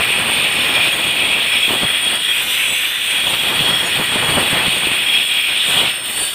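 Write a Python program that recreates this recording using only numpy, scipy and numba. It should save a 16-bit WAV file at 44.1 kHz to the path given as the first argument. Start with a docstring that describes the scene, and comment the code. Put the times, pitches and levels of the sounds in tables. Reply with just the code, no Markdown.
"""A handheld angle grinder cuts a groove in a brick wall: grit noise excites resonances of disc and guard.
The motor whine, harmonic and fractional lines on a varying shaft rate, climbs as the disc is eased out.
Brick crumbles in bursts of shaped noise and lumps break off as damped sines; the tool blows filtered air.
Bare walls answer the tool with a diffuse tail; at the end the disc is lifted clear."""
import sys
import numpy as np
from scipy import signal
from scipy.fft import rfft, irfft
from scipy.io import wavfile
from scipy.ndimage import uniform_filter1d
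from numba import njit

SR = 44100
rng = np.random.default_rng(int(sys.argv[2]) if len(sys.argv) > 2 else 0)


def log_audio(samples):
    """Write samples as a 16-bit WAV file to the path given in sys.argv[1]."""
    # one column per channel
    frames = np.atleast_2d(samples).T
    # limit to full scale, then quantise
    limited = np.clip(frames, -1, 1)
    pcm = np.round(limited * 32767).astype(np.int16)
    wavfile.write(sys.argv[1], SR, pcm)


N = 279594

# Course of the cut, levels before the offset of each layer:
# [t/s, grinding level/dB, first singing mode level/dB, guard boom level/dB, disc treble level/dB]
CUT_COURSE = [(0.0, -22, -38, -23, -33), (0.1, -19.5, -29, -18, -32.5), (0.72, -19.5, -24.5, -20.5, -32),
              (1.32, -18.5, -24, -18.5, -32), (2.12, -19.5, -20, -24, -29.5), (2.21, -20, -24.5, -30, -27),
              (2.3, -20.5, -15.5, -23, -28), (2.44, -19, -29, -24, -30), (2.65, -20.5, -22, -20.5, -27.5),
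              (2.91, -21, -32, -27.5, -29.5), (3.16, -19.5, -19.5, -20.5, -30),
              (3.28, -19, -21, -23.5, -30.5), (4.91, -20.5, -26, -22, -32), (5.1, -18, -17, -19.5, -29.5),
              (5.54, -18, -23.5, -22, -30.5), (5.79, -14.5, -18, -25, -26), (5.86, -15, -26, -19, -31),
              (5.98, -24.5, -34, -31, -39), (6.23, -22, -37, -33, -24.5), (6.34, -26, -36, -38, -39)]
START_TURNS = 390  # shaft turns per s at the start
CHATTER_DB, CHATTER_HZ = 2.0, 22.034  # the hands never press evenly


def undb(db):
    """Decibel definition: a level becomes an amplitude ratio."""
    return 10 ** (np.asarray(db) / 20)


def unit(x):
    """Normalisation to equal power: RMS value 1."""
    return x / np.sqrt(np.mean(x ** 2))


def curves(table):
    """Linear interpolation of every column against the first, t/s."""
    s, *columns = np.transpose(table)
    return [np.interp(np.arange(N) / SR, s, column) for column in columns]


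def walk(rate):
    """Low-passed randomness: levels held 1 / rate s and slewed twice; spread near 1."""
    hold = int(SR / rate)
    steps = np.repeat(rng.standard_normal(N // hold + 1), hold)
    return 1.13 * uniform_filter1d(uniform_filter1d(steps, hold), hold)[:N]


def chatter():
    """Amplitude modulation in dB by the uneven pressure of the hands."""
    return CHATTER_DB * walk(CHATTER_HZ)


def follow(crumble_db, db, slope):
    """Linear level law: db when the crumbling is at -27 dB, slope in dB per dB around it."""
    return db + slope * (crumble_db + 27)


@njit
def svf(x, hz, width):
    """State-variable band-pass resonance with a moving centre, gain 1 there."""
    y, band, low = np.empty(len(x)), 0., 0.
    for i in range(len(x)):
        g, k = np.tan(np.pi * hz[i] / SR), width / hz[i]
        v = (band + g * (x[i] - low)) / (1 + g * (g + k))
        band, low, y[i] = 2 * v - band, low + 2 * g * v, k * v
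    return y


def colour(x, points):
    """Spectral shaping: levels interpolated on log frequency along (f/Hz, level/dB) points."""
    hz, db = np.transpose(points)
    f = np.maximum(np.fft.rfftfreq(N, 1 / SR), 1)
    gain = undb(np.interp(np.log(f), np.log(hz), db))
    return unit(irfft(rfft(x) * gain, N))


def grit(scatter_db, flutter_db):
    """Shot-like excitation: noise with a few much larger grains and a fluttering pressure."""
    scatter = np.minimum(rng.exponential(size=N), 7)
    size = undb(scatter_db * scatter + flutter_db * walk(60))
    # each call draws fresh noise, a new spot on the rim, under the same grain sizes
    return lambda: unit(size * rng.standard_normal(N))


def broad(grains, modes):
    """Resonance under noise excitation: each band-pass is applied twice for steep skirts."""
    flat = np.ones(N)
    out = 0
    for hz, width, db in modes:
        once = svf(grains(), hz * flat, 1. 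* width)
        out = out + undb(db) * unit(svf(once, hz * flat, 1. * width))
    return unit(out)


def room(x):
    """Diffuse reverberation: bare walls answer with exponentially decaying noise."""
    t60_s, tail_db = 0.6, -10.5
    t = np.arange(int(.6 * SR)) / SR
    decay = np.exp(-np.log(1000) * t / t60_s)
    tail = rng.standard_normal(len(t)) * decay * (t > .006)  # 6 ms until the first reflection
    tail = tail / np.sqrt(np.sum(tail ** 2))
    return x + undb(tail_db) * signal.fftconvolve(x, tail)[:N]


def draught(eased):
    """Flow noise: cooling air and fan hiss, both flickering and stronger while the disc is eased."""
    # Air from the tool, before offsets: [t/s, cooling air level/dB, fan hiss level/dB]
    draught_course = [(0.0, -44.5, -42), (1.04, -42.5, -42), (1.46, -48, -43), (1.73, -39.5, -39),
                      (1.89, -51, -44), (2.42, -39, -39), (3.0, -43.5, -41), (3.64, -40, -41),
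                      (3.8, -40, -41), (5.12, -45.5, -40), (5.58, -50, -41), (5.72, -37, -37),
                      (5.88, -42, -44), (6.02, -54, -47), (6.06, -40.5, -38), (6.34, -39, -38)]
    # Relative spectrum of the air stream: [f/Hz, level/dB per Hz]
    air_spectrum = [(4000, -2), (5000, -11), (6500, -7), (7500, 2), (10000, -0.5), (11000, -5),
                    (12500, 2.5), (13200, -2), (16000, -19)]
    # Fan resonances: [f/Hz, width of each pass/Hz, relative level/dB]
    fan_modes = [(13500, 1100, -2), (14400, 1600, 0), (15200, 1200, -3)]
    air_db, fan_db = curves(draught_course)
    gusts = grit(scatter_db=1.5, flutter_db=1)
    air_db = air_db + 6 + 1.5 * eased + 1.2 * walk(12)
    fan_db = fan_db + 3.5 * eased + 2.5 * walk(20)
    return undb(air_db) * colour(gusts(), air_spectrum) + undb(fan_db) * broad(gusts, fan_modes)


def lumps():
    """Impulsive fracture: each lump is a sudden crack that ends in a dull, heavily damped swing."""
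    # Lumps of brick breaking off: [t/s, starting envelope level/dB before the layer offset, f/Hz]
    lump_events = [(0.101, -18, 452), (0.588, -21.5, 261), (1.077, -27, 164), (1.678, -21, 300),
                   (1.705, -21, 288), (1.731, -17, 420), (1.83, -14.5, 197), (1.845, -21, 122),
                   (2.126, -23, 374), (3.236, -24, 364), (3.331, -25, 444), (3.605, -18, 161),
                   (3.994, -17.5, 205), (4.156, -17.5, 229), (4.231, -27, 328), (4.287, -20, 167),
                   (4.527, -18, 139), (4.678, -16, 171), (4.868, -15.5, 350), (4.913, -20, 248),
                   (5.734, -25, 280), (6.22, -25, 412)]
    out = np.zeros(N + SR)
    for s, db, hz in lump_events:
        cycles = np.arange(int(4 * SR / hz)) * hz / SR
        i = int((s + .003) * SR)  # the lump gives way just after the first crunch
        swing = np.sin(2 * np.pi * cycles + 1.1) * np.exp(-1.3 * cycles)
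        out[i:i + len(cycles)] += undb(db) * swing
    return out[:N]


def crumbling(crumble_db):
    """Granular noise of brick leaving the groove, low resonances, and lumps each at a fixed pitch."""
    # Relative spectrum of the rubble: [f/Hz, level/dB per Hz]
    rubble_spectrum = [(35, -38), (60, -9), (225, -3.5), (542, -3), (946, -3), (1160, -4.5), (2000, -11),
                       (2600, -35), (4400, -120)]
    # Low resonances: [f/Hz, width of each pass/Hz, relative level/dB]
    rumble_modes = [(62.6, 65, -16), (96, 68, -8.5), (147, 155, -2)]
    rubble = grit(scatter_db=3.3, flutter_db=1.5)
    crunch = undb(crumble_db + chatter()) * colour(rubble(), rubble_spectrum)
    rumble = undb(follow(crumble_db, db=-40.5, slope=1.64)) * broad(rubble, rumble_modes)
    return crunch + rumble + undb(5.5) * lumps()


def shaft():
    """First-order relaxation: after each load change the speed closes in on its new aim."""
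    # Load changes: [t/s, shaft turns per s aimed at, settling time constant/s]
    load_steps = [(0, 400, 1.5), (2.09, 533, .3), (3.16, 477, .12), (3.8, 330, 1.15), (6.07, 400, .22)]
    t, speed = np.arange(N) / SR, np.full(N, 1. * START_TURNS)
    for s, aim, settle in load_steps:
        gap = speed[int(s * SR)] - aim
        relaxed = aim + gap * np.exp(-np.maximum(t - s, 0) / settle)
        speed = np.where(t < s, speed, relaxed)
    return speed


def whine(speed):
    """Forced vibration: lines on the trembling shaft rate swell while they cross a resonance."""
    # Lines from shaft, gear teeth, slots and commutator bars: [multiple of shaft rate, relative level/dB]
    whine_lines = [(1, -11), (2, -11), (3, -8), (4.33, 0), (6.7, 0), (7.67, -5), (10, -16), (11, -10),
                   (11.33, -16), (12, -7), (12.33, -12), (22, -15), (24, -3)]
    # Resonances that lift a passing line: [f/Hz, width/Hz, lift/dB]
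    swell_modes = [(3570, 180, 17), (4600, 700, 13), (8900, 800, 20), (12000, 900, 5)]
    # Common level of the lines, loudest while the motor runs up: [t/s, level/dB]
    whine_course = [(1.95, -60), (2.15, -48), (2.3, -45), (2.45, -39), (2.7, -39), (2.95, -43), (3.2, -44),
                    (3.55, -48), (3.8, -52), (4.1, -64), (5.5, -60), (5.98, -54), (6.08, -45), (6.22, -41),
                    (6.34, -47)]
    whine_db, = curves(whine_course)
    waver_loaded, waver_free = .011, .005  # tremble of the speed, share
    freedom = np.clip((speed - START_TURNS) / 60, 0, 1)
    waver = waver_loaded + (waver_free - waver_loaded) * freedom
    turns = np.cumsum(speed * (1 + waver * walk(150))) / SR
    out = 0
    for k, db in whine_lines:
        swell_db = sum(lift / (1 + (2 * (k * speed - hz) / width) ** 2) for hz, width, lift in swell_modes)
        line_db = db + swell_db + 4 * walk(22)
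        out = out + undb(line_db) * np.sqrt(2) * np.sin(2 * np.pi * k * turns)
    return undb(whine_db) * out


def scrape(grains, crumble_db, eased):
    """Frictional excitation of disc flank and tool case; the flank weakens while eased."""
    # Flank resonances: [f/Hz, width of each pass/Hz, relative level/dB]
    flank_modes = [(4290, 700, 6), (4900, 860, -14)]
    # Case resonances: [f/Hz, width of each pass/Hz, relative level/dB]
    case_modes = [(1627, 980, -2.5), (1936, 340, -2.5)]
    lifted_s, lifted_db = 5.94, -3.5  # the disc leaves the wall
    lifted = np.arange(N) / SR > lifted_s
    flank_db = follow(crumble_db, db=-37, slope=.65) - 8 * eased
    case_db = follow(crumble_db, db=-27, slope=.23) + chatter() + lifted_db * lifted
    return undb(flank_db) * broad(grains, flank_modes) + undb(case_db) * broad(grains, case_modes)


def squeals():
    """Narrow-band resonance: each squeal, as the rim catches, swells and fades as a Gaussian."""
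    # Short squeals: [t/s at the centre, length/s between 1/e points, f/Hz, level/dB]
    squeal_events = [(2.73, 0.11, 7870, -30), (3.288, .04, 6800, -36), (3.32, .05, 8000, -39),
                     (3.86, .1, 6770, -39), (4.04, .03, 6780, -37), (4.26, .08, 6700, -43)]
    t, out = np.arange(N) / SR, 0
    for s, length, hz, db in squeal_events:
        ring = unit(svf(rng.standard_normal(N), np.full(N, 1. * hz), 15.0))  # 15 Hz wide
        out = out + undb(db) * np.exp(-(2 * (t - s) / length) ** 2) * ring
    return out


def disc(grains, speed):
    """Centrifugal stiffening: spin lifts sharp steel modes; each flickers as the contact shifts."""
    # Sharp modes at the starting speed: [f/Hz, half the width of each pass/Hz, relative level/dB]
    disc_modes = [(5330, 75, -10), (6700, 82, -17), (8220, 78, -5), (8810, 180, 0), (9320, 70, -5),
                  (10400, 52, -21), (10700, 80, -17), (11500, 90, -14), (12200, 140, -15),
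                  (12700, 240, -16), (13700, 110, -7), (14600, 170, -19), (15400, 90, -14)]
    stiff = (speed / START_TURNS) ** .07
    out = 0
    for hz, width, db in disc_modes:
        centre = np.minimum(hz * stiff, 15400.)
        once = svf(grains(), centre, 2. * width)
        out = out + undb(db + 3.5 * walk(5.4)) * svf(once, centre, 2. * width)
    return unit(out)


def ringing(grains, crumble_db, speed, eased):
    """Modal ringing of the disc follows the crumbling and weakens while eased; squeals join it."""
    ring_db = follow(crumble_db, db=-29.5, slope=.15) - 12 * eased
    return undb(ring_db) * disc(grains, speed) + squeals()


def singing(grains, crumble_db):
    """Modal resonance: the three loudest disc modes sing under the noise of the grit."""
    # Singing modes: [f/Hz, width of each pass/Hz, level/dB (no effect: each mode is scaled alone)]
    sing_modes = [(3290, 105, 0), (2450, 170, 0), (2980, 100, 0)]
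    _, first_db, guard_db, _ = curves(CUT_COURSE)
    # the first has its own level course, the second goes with the guard boom, the third with the crumbling
    levels = first_db, guard_db - 5.5, follow(crumble_db, db=-33, slope=.83)
    return sum(undb(db + 2.0 * walk(14)) * broad(grains, [mode]) for db, mode in zip(levels, sing_modes))


def cutting(grains):
    """Forced resonance: grit under the rim drives the tool body, the guard and the disc treble."""
    # Three sets of broad resonances: [f/Hz, width of each pass/Hz, relative level/dB]
    body_modes = [(2940, 490, 1), (3430, 570, 0.5), (3660, 510, -5.5)]
    guard_modes = [(2260, 220, 0.92), (2593, 570, 9.9)]
    rim_modes = [(7800, 550, -10), (8300, 600, -6), (8950, 700, 0), (9400, 450, -5)]
    cut_db, _, guard_db, rim_db = curves(CUT_COURSE)
    body = undb(cut_db - 2.5 + chatter()) * broad(grains, body_modes)
    guard = undb(guard_db - 1 + chatter()) * broad(grains, guard_modes)
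    rim = undb(rim_db + chatter()) * broad(grains, rim_modes)
    return body + guard + rim


def falter():
    """Amplitude modulation: the tool falters for a moment and all its sound dips."""
    # Dips: [t/s at the centre, length/s between 1/e points, level change/dB]
    falter_events = [(2.207, 0.065, -3), (6.008, 0.046, -3)]
    t = np.arange(N) / SR
    return undb(sum(db * np.exp(-(2 * (t - s) / length) ** 2) for s, length, db in falter_events))


def scene():
    """Superposition: the tool sounds in the room; the crumbling brick is heard dry."""
    # Brick crumbling out of the groove, in bursts: [t/s, level/dB before chatter]
    crumble_course = [(0.0, -26), (0.39, -24), (0.56, -29), (0.58, -25.5), (1.45, -30.5), (1.5, -29),
                      (1.66, -34), (1.71, -22), (1.75, -24), (1.77, -28), (1.84, -22), (1.87, -31.5),
                      (2.1, -30.5), (2.15, -25.5), (2.19, -35), (2.9, -36.5), (2.91, -39.5), (3.32, -28),
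                      (3.34, -21.5), (3.37, -32.5), (3.65, -21), (3.81, -27), (4.01, -22), (4.06, -28),
                      (4.39, -18.5), (4.47, -27.5), (4.57, -23), (5.1, -32.5), (5.61, -36), (5.76, -24),
                      (5.88, -29), (5.97, -38.5), (6.22, -33), (6.34, -37)]
    crumble_db, = curves(crumble_course)
    start, end, ramp = 2.3, 3.05, .066  # s, the disc is eased out of the groove
    eased, = curves([(start - ramp, 0), (start, 1), (end, 1), (end + ramp, 0)])
    speed = shaft()
    grains = grit(scatter_db=2.0, flutter_db=1.0)
    tool = draught(eased) + whine(speed) + scrape(grains, crumble_db, eased)
    tool = tool + ringing(grains, crumble_db, speed, eased) + singing(grains, crumble_db) + cutting(grains)
    return (room(falter() * tool) + crumbling(crumble_db))[None]


def record(dry):
    """Saturation and band limiting: the loudest peaks are rounded and the top is cut."""
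    top_hz = 15510
    low_pass = signal.ellip(16, .5, 90, top_hz, fs=SR, output="sos")
    return signal.sosfilt(low_pass, np.tanh(1.1 * dry) / 1.1)


dry = scene()
out = record(dry)
log_audio(out)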